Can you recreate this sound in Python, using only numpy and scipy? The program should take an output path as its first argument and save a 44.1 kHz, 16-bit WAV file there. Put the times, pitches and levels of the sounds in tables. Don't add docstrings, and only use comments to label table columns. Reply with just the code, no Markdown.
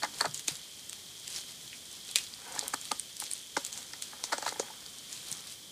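import sys
import numpy as np
from scipy import signal
from scipy.fft import rfft, irfft
from scipy.io import wavfile

SR = 44100
rng = np.random.default_rng(int(sys.argv[2]) if len(sys.argv) > 2 else 0)


def generate_wav(signal):
    frames = np.transpose(np.atleast_2d(signal))
    scaled = np.clip(frames, -1, 1) * 32767
    pcm = np.round(scaled).astype(np.int16)
    wavfile.write(sys.argv[1], SR, pcm)


N = 251811
SIZE = 8192
TIME, AGE = np.arange(N) / SR, np.arange(SIZE) / SR
BIN_HZ = np.maximum(np.arange(SIZE // 2 + 1) * SR / SIZE, 1)


def undb(db):
    return 10 ** (np.asarray(db) / 20)


def unit(x):
    return x / np.sqrt(np.mean(x ** 2))


def burst(x, seconds):
    return x * np.sqrt(seconds * SR / np.sum(x ** 2))


def add(out, start_s, x):
    i = max(int(start_s * SR), 0)
    out[i:i + len(x)] += x[:len(out) - i]


def spectrum(points):
    hz, db = np.transpose(points)
    return np.interp(np.log(BIN_HZ), np.log(hz), db)


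def hump(hz, octaves):
    return -12 * np.log10(1 + (np.log2(BIN_HZ / hz) / octaves) ** 2)


def colour(x, db):
    cepstrum = irfft(np.log(undb(db)))
    cepstrum[1:SIZE // 2] *= 2
    cepstrum[SIZE // 2 + 1:] = 0
    return signal.fftconvolve(x, irfft(np.exp(rfft(cepstrum))))[:len(x)]


def noise(db, size=N):
    return unit(colour(rng.standard_normal(size), db))


def fade(t60):
    return undb(-60 * AGE / t60)


def wander(rate_hz):
    return np.interp(TIME * rate_hz, np.arange(4096), rng.standard_normal(4096))


def grains(per_s, spread_db, size):
    strength = undb(spread_db * np.minimum(rng.exponential(size=size), 4))
    return (rng.random(size) < per_s / SR) * strength * rng.choice([-1, 1], size)


def ringing(modes, uneven_db, detune):
    out = np.zeros(SIZE)
    for k, (hz, db, t60) in enumerate(modes):
        strength, shift = rng.standard_normal(2)
        mode = np.sin(2 * np.pi * hz * (1 + detune * shift) * AGE)
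        out += (-1) ** k * undb(db + uneven_db * strength) * fade(t60) * mode
    return out


# frequency_hz, level_db
AIR_SPECTRUM = [(20, -19), (45, -8.5), (90, 0), (150, 2.5), (200, 2), (430, -2.5), (700, -7.5), (1500, -10),
                (2300, -6), (2850, -11.5), (3700, -1), (5500, -1.5), (9000, -3.5), (12000, -10),
                (15000, -12)]


def air(level_db=-52):
    return noise(spectrum(AIR_SPECTRUM)) * undb(level_db + 1.4 * wander(3.03))


# frequency_hz, level_db
CRICKET_SPECTRUM = [(2000, -49), (2900, -13.5), (3080, 6), (3320, 6), (3480, 2.5), (3800, -6),
                    (5000, -37.5)]


def crickets(level_db=-55, trill_hz=44):
    chorus = noise(spectrum(CRICKET_SPECTRUM))
    trill = 1 + 0.16 * np.sin(2 * np.pi * np.cumsum(trill_hz + wander(2.69)) / SR)
    return undb(level_db + wander(6)) * chorus * trill


def deep_wood(near, level_db=-21, t60=0.25):
    response = rng.standard_normal(SIZE) * fade(t60) * (1 - np.exp(-AGE / 0.0077))
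    return undb(level_db) * signal.fftconvolve(near, burst(response, 1 / SR))[:N]


SWELL_DB = 11.5


def load_power(events):
    return sum(undb(db - SWELL_DB * np.maximum((s - TIME) / attack, (TIME - s) / release)) ** 2
               for s, db, attack, release in events)


# peak_s, level_db, attack_s, release_s
LITTER_PRESSES = [(.19, -43.5, .08, .1), (.38, -47.5, .06, .09), (.51, -44, .04, .15),
                  (1.365, -39.5, .11, .06), (1.49, -48.5, .03, .07), (1.93, -49, .04, .08),
                  (2.1, -44.5, .06, .08), (2.21, -43.5, .04, .13), (2.57, -43.5, .11, .17),
                  (2.86, -47.5, .12, .17), (3.215, -41.5, .02, .12), (3.33, -47, .08, .17),
                  (3.62, -47.5, .08, .12), (3.77, -47, .07, .09), (4.09, -50.5, .1, .12),
                  (4.33, -47, .05, .03), (4.48, -41, 0.046, .05), (5.14, -46.5, .08, .16),
                  (5.3, -46.5, .14, .17), (5.52, -45.5, .06, .04)]
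# peak_s, level_db, attack_s, release_s
SOLE_DRAGS = [(.22, -55, 0.27, 0.15), (.51, -51, .03, .06), (2.49, -50, 0.14, 0.22),
              (2.66, -50, 0.15, 0.085), (3.77, -53.5, 0.12, 0.16), (4.43, -50, 0.41, 0.26),
              (4.64, -55, 0.13, 0.48), (5.33, -54, .12, 0.17)]


def movement(cloth_db=-51.5, still_s=5.53, settle_s=0.04, sole_db=-16.5):
    cloth = undb(cloth_db - SWELL_DB * np.clip((TIME - still_s) / settle_s, 0, 1)) ** 2
    leaves = cloth + load_power(LITTER_PRESSES)
    soles = undb(sole_db) ** 2 * leaves + load_power(SOLE_DRAGS)
    return 10 * np.log10(leaves), 10 * np.log10(soles)


# frequency_hz, level_db
LEAF_SPECTRUM = [(200, -7), (1200, -13), (2600, -3), (4200, 0.5), (5600, -1), (8500, -3), (10500, -6.5),
                 (12000, -9), (15000, -20.5)]


def litter(leaves_db, crackle_db=-4, brush_db=-2):
    tone = spectrum(LEAF_SPECTRUM)
    crackle = sum(unit(colour(grains(330, 4.9, N), tone + hump(hz, 0.25))) for hz in (4000, 6200, 8600))
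    brush = noise(tone) * undb(1.2 * wander(70))
    crush_db = np.minimum(0.33 * (leaves_db + 46), 0)
    return (undb(crackle_db + crush_db) * unit(crackle) + undb(brush_db) * brush) * undb(leaves_db)


# start_s, level_db, pitch_hz, t60_s
SOIL_THUDS = [(0.032, -48.5, 292.4, 0.23), (0.263, -47, 147, 0.36), (0.484, -55, 298, 0.023),
              (.512, -50.5, 146, 0.12), (2.914, -57, 235, 0.062), (3.57, -49.5, 252, .05),
              (4.598, -54, 212, 0.033), (5.316, -56, 158, 0.1)]


def thuds():
    out = np.zeros(N)
    for start_s, db, hz, t60 in SOIL_THUDS:
        soil = np.sin(2 * np.pi * hz * AGE) + 0.81 * noise(2 * hump(hz, 0.37), SIZE)
        envelope = fade(t60) * (1 - np.exp(-AGE / 0.0016))
        add(out, start_s, undb(db) * burst(soil * envelope, 0.033))
    return out


# pitch_hz, level_db, t60_s
BRANCH_MODES = [(285, -6.5, 0.078), (429.5, -8, 0.064), (562, -8.5, 0.1), (680, -4, 0.034), (858, 1, 0.045),
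                (952, -3, 0.054), (1208, -11, 0.078), (1318, -6, 0.041), (1475, -13.5, 0.057),
                (1646, -2, 0.03), (1831, -10.5, 0.068), (2085, -2.5, 0.057), (2428, -9, 0.055)]
# frequency_hz, level_db
BARK_SPECTRUM = [(120, -11), (300, -7), (550, -3), (850, -6.5), (1150, -2), (1700, -3.5), (2400, -7),
                 (3500, -36), (8000, -55)]


def scraping(scrape_db, slips_per_s=700, gain_db=-3):
    slips = grains(slips_per_s, 4.0, N) + 0.17 * rng.standard_normal(N)
    friction = colour(slips, spectrum(BARK_SPECTRUM))
    branch = ringing(BRANCH_MODES, uneven_db=0.56, detune=0.057)
    hollow = colour(signal.fftconvolve(friction, branch)[:N], hump(830, 0.41))
    hollow_db = -1 + 1.26 * (scrape_db + 51)
    return (unit(friction) + undb(hollow_db) * unit(hollow)) * undb(scrape_db + gain_db)


def disperse(x, travel_s, fastest_hz=2000):
    hz = np.minimum(BIN_HZ, fastest_hz)
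    cycles = travel_s * (2 * np.sqrt(1000 * hz) - hz * np.sqrt(1000 / fastest_hz))
    return irfft(rfft(x) * np.exp(-2j * np.pi * cycles))


# start_s, level_db, centre_hz, travel_s, ring_time_ratio
BRANCH_KNOCKS = [(0.0205,-39,1410,0.0037,1.8), (0.032,-29,1340,.003,1.3), (.035,-33,1080,.004,0.83),
                 (0.0476,-36.5,1220,.003,.53), (0.206,-26.5,1300,0.0068,1.2), (0.2432,-29.5,1070,.004,1.05),
                 (.2545,-30.5,865,.004,0.96), (0.4808,-43,560,0.0023,0.28), (2.158,-46.5,510,0.0013,0.15),
                 (2.538,-44,800,0.00393,2.5), (2.56,-40.5,1000,.003,0.37), (2.579,-40,1410,.003,1.1),
                 (2.624,-41,550,.004,1.6), (2.7356,-29.5,1360,0.0042,.62), (2.9127,-29,1020,.006,0.62),
                 (3.2197,-42,980,.0045,0.64), (3.566,-26,1040,0.0058,0.63), (3.934,-45,1540,0.0014,.7),
                 (4.13,-45,1110,0.0027,1.6), (4.2384,-42.5,810,0.0019,0.18), (4.32,-33.5,1340,0.0015,1.2),
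                 (4.325,-29.5,1830,0.00193,1.05), (4.3309,-30.5,900,0.002,0.62),
                 (4.3806,-37.5,746,.0023,0.35), (4.4238,-36.5,880,.0018,0.9),
                 (4.462,-29.5,1060,0.00134,0.64), (4.477,-34.5,1450,0.0021,1),
                 (4.5225,-39.5,860,0.0018,0.34), (4.5573,-44.5,800,.0028,1.1),
                 (4.5964,-29.5,550,0.00064,0.45), (4.628,-49,650,0.0015,0.36), (4.682,-54,850,0.00166,.9),
                 (4.701,-46,1000,0.0019,1.5)]


def knocks(contact_db=-4.5):
    out = np.zeros(N)
    contact_tone = spectrum([(80, -28.5), (230, -4), (700, -9.5), (1800, -5), (2700, -15), (6000, -26.5)])
    wood_tone = spectrum([(1850, 4), (2900, -6.5), (6000, -21)])
    for start_s, db, centre_hz, travel_s, ring_ratio in BRANCH_KNOCKS:
        ring_ratio = max(ring_ratio, 0.2)
        modes = [(hz, mode_db, t60 * ring_ratio) for hz, mode_db, t60 in BRANCH_MODES]
        ring = burst(ringing(modes, uneven_db=4, detune=0.014), 0.88)
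        contact = 0.19 * grains(2500, 3.6, SIZE) * fade(0.082 * ring_ratio)
        contact[0] += 1
        contact = burst(colour(contact, contact_tone), 0.84)
        wood = colour(ring + undb(contact_db) * contact, hump(centre_hz, 0.63) + wood_tone)
        add(out, start_s, undb(db) * burst(disperse(wood, travel_s), 0.0093))
    return out


GIVE_S = 0.005
# frequency_hz, level_db
CRACK_SPECTRUM = [(300, -22), (1200, 1), (2000, 3), (3000, 2), (4400, 5), (5500, -1.5), (8300, 3),
                  (10200, -1.5), (11500, -7.5), (15000, -8)]


def snap(centre_hz, octaves, scatter_db, fibre_db=-15, ring_db=-7, ring_t60=0.0047, trunks_t60=0.12):
    tone = spectrum(CRACK_SPECTRUM) + hump(centre_hz, max(octaves, 0.04))
    fracture = rng.standard_normal(SIZE) * (0.38 * fade(0.0027) + 0.013 * fade(0.013))
    fracture[0] += 1
    fracture[(rng.random(2) * 0.0015 * SR).astype(int)] += 0.56
    modes = [(centre_hz * ratio, 0, ring_t60) for ratio in (0.62, 0.96, 1.05, 1.35)]
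    halves = burst(colour(ringing(modes, uneven_db=5.2, detune=0.066), tone), 0.68)
    direct = burst(burst(colour(fracture, tone), 0.75) + undb(ring_db) * halves, 0.002)
    echoes = grains(3500, 1.7, SIZE) + 1.1 * rng.standard_normal(SIZE)
    echoes *= fade(trunks_t60) * (1 - np.exp(-AGE / 0.00012))
    crack = direct + undb(scatter_db) * burst(colour(echoes, tone), 0.0029)
    creak = 0.93 * noise(tone, SIZE) * fade(0.0033)
    out = np.concatenate([creak[:int(GIVE_S * SR)][::-1], crack])
    add(out, GIVE_S * rng.random() / 2, undb(fibre_db) * direct)
    return out


def tiny_twigs(leaves_db, count=24, above_leaves_db=8, loudest_db=-38):
    out = np.zeros(N)
    work = np.cumsum(undb(leaves_db) ** 2)
    moments = np.interp((np.arange(count) + rng.random(count)) / count, work / work[-1], TIME)
    for break_s, (size, pitch) in zip(moments, rng.standard_normal((count, 2))):
        db = min(np.interp(break_s, TIME, leaves_db) + above_leaves_db + 2.5 * size, loudest_db)
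        centre_hz = 7040 * 2 ** (0.204 * pitch)
        add(out, break_s - GIVE_S, undb(db) * snap(centre_hz, octaves=0.35, scatter_db=-9))
    return out


# break_s, level_db, centre_hz, width_octaves, scatter_db
TWIG_SNAPS = [(0.025,-36,4400,0.093,-2), (0.033,-27.5,4800,0.45,-4.5), (.047,-32.5,6000,.46,-10),
              (.2092,-27.5,7100,.53,-3.5), (0.2109,-19,4400,.035,-15), (.2552,-28.5,4700,.38,-8),
              (.3445,-29,6830,0.47,-4), (0.3766,-34,6870,.2,-9), (.3948,-35,5900,.76,-5),
              (0.4775,-34,6000,0.9,-15), (0.4816,-21.5,6700,0.3,-17), (0.4833,-26,5000,1,-1),
              (0.896,-33.5,7400,0.26,-13), (.93,-34,5040,0.82,-9), (1.279,-32.5,5500,.5,-14),
              (1.3614,-34,5400,0.17,1.5), (1.7303,-39.5,2350,0.14,-4), (2.1585,-18,6450,0.48,-2.5),
              (2.1582,-21,2640,.17,-3), (2.1861,-28.5,3970,1,-8), (2.3387,-36,4400,0.17,-23),
              (2.5927,-22.5,7130,0.23,-29), (2.6114,-34,4330,.3,-9), (2.6807,-27,10000,.5,-15),
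              (2.7384,-30,6600,0.72,-19), (2.743,-27.5,7600,0.61,-22), (2.8136,-36.5,7500,.42,-14),
              (2.8538,-36.5,7000,0.45,-13), (2.9168,-23,6400,0.58,-13), (2.997,-25.5,8440,0.19,-16),
              (3.168,-37,8200,0.41,-9), (3.2014,-28.5,9450,0.47,-4.5), (3.2392,-34,7000,0.48,-16),
              (3.314,-28,7900,0.43,-10), (3.335,-26,9430,0.12,-18), (3.569,-27,5750,0.32,-4),
              (3.5768,-33,5400,.27,-25), (3.6495,-28.5,6670,.33,-13), (3.6646,-33.5,7700,.7,-2),
              (3.728,-33,6760,0.28,-2), (3.776,-35.5,7140,.26,0.5), (3.9344,-35,5200,0.23,-10),
              (4.0232,-29,5960,0.58,-4), (4.2395,-26.5,5940,0.34,-3), (4.3239,-35,5260,0.36,7.5),
              (4.331,-31,4900,.48,-11), (4.3821,-32.5,5900,0.48,-2.5), (4.4247,-35,5200,0.51,-2),
              (4.4643,-34.5,4670,.4,1.5), (4.478,-33.5,5260,.5,1), (4.4913,-29.5,5900,.27,-23),
              (4.5973,-27.5,6270,0.19,-2), (4.863,-39,5560,.49,-9), (5.1286,-33,6350,0.42,-8),
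              (5.316,-29.5,9500,0.21,-25), (5.3267,-30.5,6760,.4,-7)]


def twigs(first_fibre_db=-41.5):
    out = np.zeros(N)
    for break_s, db, centre_hz, octaves, scatter_db in TWIG_SNAPS:
        crack = snap(centre_hz, octaves, scatter_db, fibre_db=min(first_fibre_db - db, -11))
        add(out, break_s - GIVE_S, undb(db) * crack)
    return out


def scene():
    background = air() + crickets()
    leaves_db, scrape_db = movement()
    near = litter(leaves_db) + scraping(scrape_db) + tiny_twigs(leaves_db) + twigs() + knocks() + thuds()
    return (background + deep_wood(near) + near)[None]


def record(dry, bass_hz=36, top_hz=15350):
    thinned = signal.sosfilt(signal.butter(3, bass_hz, "high", fs=SR, output="sos"), dry)
    return signal.sosfilt(signal.ellip(12, 0.1, 70, top_hz, fs=SR, output="sos"), thinned)


dry = scene()
out = record(dry)
generate_wav(out)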